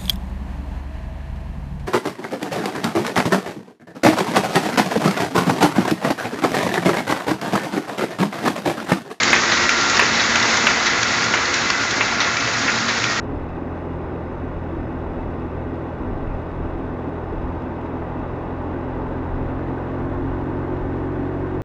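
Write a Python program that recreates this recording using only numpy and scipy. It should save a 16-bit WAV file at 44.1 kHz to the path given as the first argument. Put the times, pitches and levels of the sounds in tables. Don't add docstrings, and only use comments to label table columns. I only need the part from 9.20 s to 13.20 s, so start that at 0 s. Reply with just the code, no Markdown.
import sys
import numpy as np
from scipy import signal
from scipy.io import wavfile

SR = 44100
rng = np.random.default_rng(int(sys.argv[2]) if len(sys.argv) > 2 else 0)


def unload_audio(sound):
    columns = np.transpose(np.atleast_2d(sound))
    steps = np.round(np.clip(columns, -1, 1) * 32767)
    wavfile.write(sys.argv[1], SR, steps.astype(np.int16))


N = 176400
T = np.arange(N) / SR


# pitch_hz, width_hz, relative_db
HOOK_BODY = [(615, 430, -8.5), (1014, 360, -2.5), (1820, 430, 1), (2263, 330, 1.5), (2615, 275, 1),
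             (4200, 1600, -23)]
# start_s, level_db, rattle_db, pitch_ratio
HOOK_STRIKES = [(0.1298, -3, -13, 0.96), (0.7939, -3.5, -25, 0.99), (1.4687, -5, -25, 1.067),
                (2.138, -9, -19, 0.906), (2.8084, -11, -17.5, .98), (3.4789, -12, -17, 0.96)]
def hook_clack(start_s, level_db, rattle_db, pitch_ratio):
    body = pitched(HOOK_BODY, pitch_ratio)
    hit = [(start_s, level_db)]
    grind = contacts(hit, body, attack_s=0.0011, hold_s=0.0026, decay_s=0.0033, grain=0.11)
    rattle = contacts([(start_s, rattle_db)], body, attack_s=0.00092, hold_s=0.015, decay_s=0.02, grain=1)
    return impacts(hit, body) + grind + rattle


# start_s, level_db
HOOK_BOUNCES = [(.1612, -8.5), (.8122, -10), (.8248, -15), (1.476, -17), (2.157, -19), (2.175, -17),
                (2.8135, -18.5), (3.275, -16), (3.494, -18)]
def hook_bounces():
    grind = contacts(HOOK_BOUNCES, HOOK_BODY, attack_s=0.00072, hold_s=0.0012, decay_s=0.0022, grain=0.38)
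    return impacts(HOOK_BOUNCES, HOOK_BODY) + grind


# pitch_hz, width_hz, relative_db
FLAP_BODY = [(1430, 560, -2.5), (2470, 550, 1.5), (3560, 1300, -5.5), (4800, 1300, -7), (5840, 900, -5)]
# start_s, level_db, pitch_ratio
FLAP_SNAPS = [(.032, -8.5, 1.12), (0.492, -9, 1), (1.1566, -10.5, 1.08), (1.8297, -10.5, 1.06),
              (2.5016, -7.5, 0.86), (3.168, -12, 0.95), (3.8397, -11.5, 1.02)]
def flap_snap(start_s, level_db, pitch_ratio):
    body = pitched(FLAP_BODY, pitch_ratio)
    hit = [(start_s, level_db)]
    slap = contacts(hit, body, attack_s=0.0019, hold_s=0.0029, decay_s=0.0018, grain=0.24)
    return impacts(hit, body) + slap


# pitch_hz, width_hz, relative_db
SWISH_BODY = [(1400, 1150, 2.8), (2200, 1080, 3), (3880, 860, -0.5), (6180, 220, -3)]
# start_s, level_db
SWISHES = [(.318, -10), (.996, -12), (1.660, -12.5), (2.338, -18), (3.003, -11), (3.683, -14.5)]
def card_swishes():
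    return contacts(SWISHES, SWISH_BODY, attack_s=0.0036, hold_s=0.0033, decay_s=0.025, grain=0.73)


# pitch_hz, width_hz, relative_db
TICK_BODY = [(3670, 2000, -1.5), (5200, 94, 9), (6380, 1700, 0.5)]
# start_s, level_db
TICKS = [(.030, -18), (.103, -18), (.698, -13.5), (.768, -16), (1.227, -17), (1.369, -16), (1.498, -23),
         (1.664, -20), (2.040, -18), (2.340, -15.5), (2.708, -17)]
def edge_ticks():
    return contacts(TICKS, TICK_BODY, attack_s=0.0018, hold_s=0.0025, decay_s=0.0036, grain=0.43)


# pitch_hz, width_hz, relative_db
KNOCK_BODY = [(260, 230, 7), (660, 1100, -8), (1700, 630, -9), (5500, 2400, -14)]
# start_s, level_db
KNOCKS = [(.103, -20), (.767, -22), (.821, -15.5), (1.255, -18.5), (1.441, -18.5), (2.111, -24),
          (2.780, -20), (3.451, -20.5)]
def dull_knocks():
    return contacts(KNOCKS, KNOCK_BODY, attack_s=0.0024, hold_s=0.0024, decay_s=0.005, grain=0.51)


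# pitch_hz, relative_db
BELT_TONE = [(25, -36), (40, -23), (52, -8.5), (80, -6), (140, -5), (240, -3.5), (400, -4), (600, -5.5),
             (900, -2), (1400, -1.5), (1950, 1.6), (2500, -6), (3100, -8.5), (3700, -6.5), (5000, -7),
             (6600, -9.5), (8500, -10)]
def belts(swings_db, level_db=-19.5, flutter_db=0.89, flutter_per_s=20):
    edges_hz = 22 * 2 ** (np.arange(27) / 3)
    noise = rng.standard_normal((2, N))
    shared_flutter = 0.72 * drift(flutter_per_s)
    rush, power = 0, 0
    for k, (low, high) in enumerate(zip(edges_hz, edges_hz[1:])):
        hz = np.sqrt(low * high)
        band_filter = signal.butter(2, [low, high], "band", fs=SR, output="sos")
        band = from_db(at_hz(BELT_TONE, hz)) * signal.sosfilt(band_filter, noise[k % 2])
        power += np.mean(band ** 2)
        flutter = flutter_db * (shared_flutter + drift(flutter_per_s))
        rush += band * from_db(nearness(hz, swings_db) + flutter)
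    return from_db(level_db) * rush / np.sqrt(power)


def roller_chatter(swing_db, level_db=-30, clicks_per_s=700, spread_db=3.5, ring_cycles=17.4):
    pitches = np.geomspace(260, 6600, 30)
    sizes = from_db(spread_db * np.minimum(rng.exponential(1, N), 4.5)) * rng.choice([-1, 1], N)
    clicks = sizes * (rng.random(N) < clicks_per_s / SR)
    part = rng.integers(0, len(pitches), N)
    rings = 0
    for k, hz in enumerate(pitches):
        width_hz = np.log(1000) / np.pi * hz / ring_cycles
        rings += from_db(at_hz(BELT_TONE, hz)) * resonate(clicks * (part == k), hz, width_hz)
    return from_db(level_db + swing_db) * rms_one(rings)


# time_s, pitch_hz, level_db
SQUEAL = [(0, 1964, -38), (.65, 1925, -31), (.96, 1960, -29), (1.08, 1930, -31), (1.2, 2020, -24),
          (1.33, 2022, -41), (1.55, 2042, -33), (2.22, 1970, -33.5), (2.41, 2060, -30.5), (2.47, 2003, -29),
          (2.58, 2027, -31), (2.72, 1983, -28), (2.8, 2032, -44), (2.95, 1890, -43), (3.7, 1874, -37),
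          (4, 1885, -29)]
def roller_squeal(jitter_hz=14.64, jitter_per_s=21.9):
    hz, db = in_time(SQUEAL)
    phase = phase_of(hz + jitter_hz * drift(jitter_per_s))
    return from_db(db) * rms_one(np.sin(phase) * wobble(0.5, jitter_per_s))


# time_s, level_db
RAIL_LEVELS = [(0, -47), (1.3, -30.5), (1.55, -38), (2.05, -28.5), (2.3, -40), (2.68, -31), (3.1, -39),
               (3.3, -35), (3.52, -31), (3.7, -41)]
def guide_rail():
    level_db, = in_time(RAIL_LEVELS)
    return from_db(level_db) * wavering_tone(hz=1417, width_hz=38)


# cycles_per_turn, level_db
GEAR_TONES = [(11, -48), (24, -44.5), (25, -44.5), (27, -40), (29, -40), (31, -41), (33, -41.5), (36, -39)]
# time_s, level_db
TOOTH_LEVELS = [(0, -39), (.7, -26), (.92, -34), (2.3, -37.5), (2.5, -40), (3.05, -30.5), (3.3, -37.5),
                (4, -35)]
def gear_whine(turns_per_s=46, teeth=30):
    turn = phase_of(turns_per_s * wobble(0.001623, 2.56))
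    side_tones = 0
    for cycles, db in GEAR_TONES:
        side_tones += from_db(db) * np.sin(cycles * turn + rng.uniform(0, 2 * np.pi)) * wobble(0.51, 7.7)
    tooth_db, = in_time(TOOTH_LEVELS)
    tooth_tone = from_db(tooth_db) * np.sin(teeth * turn) * wobble(0.18, 8)
    return np.sqrt(2) * (side_tones + tooth_tone)


# time_s, first_db, second_db, third_db
MOTOR_LEVELS = [(0, -43.5, -35.5, -32), (.7, -42.5, -32.5, -40), (1.35, -39.5, -35, -42),
                (1.7, -45.5, -39.5, -39), (2.0, -36, -35.5, -39), (2.3, -48.5, -42.5, -39.5),
                (3.1, -39.5, -44, -49), (3.55, -38.5, -34.5, -45.5), (4, -41, -35, -41)]
def motor_hum(pitch_hz=116.1):
    phase = phase_of(pitch_hz * wobble(0.012, 4.65))
    hum = 0
    for k, db in enumerate(in_time(MOTOR_LEVELS), 1):
        tone = np.sin(k * phase + rng.uniform(0, 2 * np.pi))
        hum += from_db(db) * rms_one(tone * wobble(0.52, 14))
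    return hum


# pitch_hz, level_db, width_hz
LOW_HUMS = [(191.7, -46, 6.2), (276, -41, 8.9), (463, -43.5, 9.5), (686, -43.5, 7.6)]
# pitch_hz, level_db, width_hz
BEARING_WHINES = [(2612, -40, 1.2), (3421, -50, 7), (5638, -49, 4), (5868, -50, 4)]
def hums_and_bearings():
    return sum(from_db(db) * wavering_tone(hz, width) for hz, db, width in LOW_HUMS + BEARING_WHINES)


def workshop_echo(sound, level_db=-8, fade_s=0.16):
    age = T[:SR]
    tail = rng.standard_normal(SR) * from_db(-60 * age / fade_s) * (age > 0.004)
    return from_db(level_db) * signal.fftconvolve(sound, tail / np.sqrt(np.sum(tail ** 2)))[:N]


def impacts(rows, body, touch_s=0.0003, peak_boost_db=2.5):
    blow = ring(np.exp(-T[:SR // 10] / touch_s), body)
    pushes = np.zeros(N)
    for start_s, db in rows:
        pushes[int(start_s * SR)] = from_db(db + peak_boost_db)
    return signal.fftconvolve(pushes, blow / np.abs(blow).max())[:N]


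def contacts(rows, body, attack_s, hold_s, decay_s, grain):
    force = np.zeros(N)
    for start_s, db in rows:
        age = T - start_s
        rise = np.clip(1 + age / attack_s, 0, 1) ** 2
        fall = np.exp(-np.clip((age - hold_s) / decay_s, 0, 20))
        force += from_db(db) * rise * fall
    slips = rng.choice([-1, 1], N) * rms_one(np.exp(grain * rng.standard_normal(N)))
    return ring(force * slips, body)


def ring(force, body):
    power = sum(from_db(db) ** 2 * np.pi * width / SR for hz, width, db in body)
    notes = [(-1) ** k * from_db(db) * resonate(force, hz, width) for k, (hz, width, db) in enumerate(body)]
    return sum(notes) / np.sqrt(power)


def resonate(force, hz, width_hz):
    r = np.exp(-np.pi * width_hz / SR)
    feedback = [1, -2 * r * np.cos(2 * np.pi * hz / SR), r * r]
    return signal.lfilter(np.array([1, 0, -1]) * (1 - r * r) / 2, feedback, force + 1e-18)


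def pitched(body, ratio):
    return [(hz * ratio, width, db) for hz, width, db in body]


def nearness(hz, swings_db):
    places = np.log([110, 300, 1500, 5000])
    shares = [np.interp(np.log(hz), places, row) for row in np.eye(4)[1:]]
    return sum(share * swing for share, swing in zip(shares, swings_db))


def wavering_tone(hz, width_hz):
    phase = phase_of(np.full(N, hz))
    return drift(width_hz) * np.sin(phase) + drift(width_hz) * np.cos(phase)


def drift(per_s):
    r = np.exp(-80 * np.pi * per_s / SR)
    slow = signal.lfilter([1], [1, -2 * r, r * r], rng.standard_normal(N // 40 + 2002))[2000:]
    return np.interp(np.arange(N) / 40, np.arange(len(slow)), rms_one(slow))


def wobble(depth, per_s):
    return 1 + depth * drift(per_s)


def phase_of(hz):
    return 2 * np.pi * np.cumsum(hz) / SR


def in_time(rows):
    times, *columns = np.transpose(rows)
    return [np.interp(T, times, column) for column in columns]


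def at_hz(rows, hz):
    pitches, levels = np.transpose(rows)
    return np.interp(np.log(hz), np.log(pitches), levels)


def from_db(db):
    return 10 ** (np.asarray(db) / 20)


def rms_one(x):
    return x / np.sqrt(np.mean(x ** 2) + 1e-20)


# time_s, bass_db, middle_db, treble_db
RUNNING_LEVELS = [(0.0, -25, -19.5, -23), (0.44, -29, -19.5, -23), (0.79, -28.5, -19, -23),
                  (1.0, -29, -20, -23.5), (1.31, -26.5, -19.5, -22.5), (1.61, -29.5, -20.5, -24.5),
                  (3.02, -30, -23, -27.5), (3.4, -30, -23, -26), (4.0, -29, -24, -27.5)]
def scene():
    hits = edge_ticks() + dull_knocks() + hook_bounces() + card_swishes()
    hits += sum(hook_clack(*row) for row in HOOK_STRIKES)
    hits += sum(flap_snap(*row) for row in FLAP_SNAPS)
    bass, middle, treble = [db - db.mean() for db in in_time(RUNNING_LEVELS)]
    running = belts([bass, middle, treble]) + roller_chatter(middle)
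    drive = gear_whine() + motor_hum() + hums_and_bearings()
    squeals = roller_squeal() + guide_rail()
    return (hits + running + drive + squeals + workshop_echo(hits))[None]


def record(dry, edge_hz=7040, leak_stop_hz=8940, leak_db=-29.5, ceiling=0.74, sharpness=12, top_hz=15800):
    band = signal.sosfilt(signal.butter(22, edge_hz, fs=SR, output="sos"), dry)
    leak = signal.sosfilt(signal.ellip(10, 1, 80, leak_stop_hz, fs=SR, output="sos"), dry)
    leak = signal.sosfilt(signal.butter(8, edge_hz, "high", fs=SR, output="sos"), leak)
    heard = band + from_db(leak_db) * leak
    flattened = heard / (1 + np.abs(heard / ceiling) ** sharpness) ** (1 / sharpness)
    return signal.sosfilt(signal.cheby2(12, 70, top_hz, fs=SR, output="sos"), flattened)


dry = scene()
out = record(dry)
unload_audio(out)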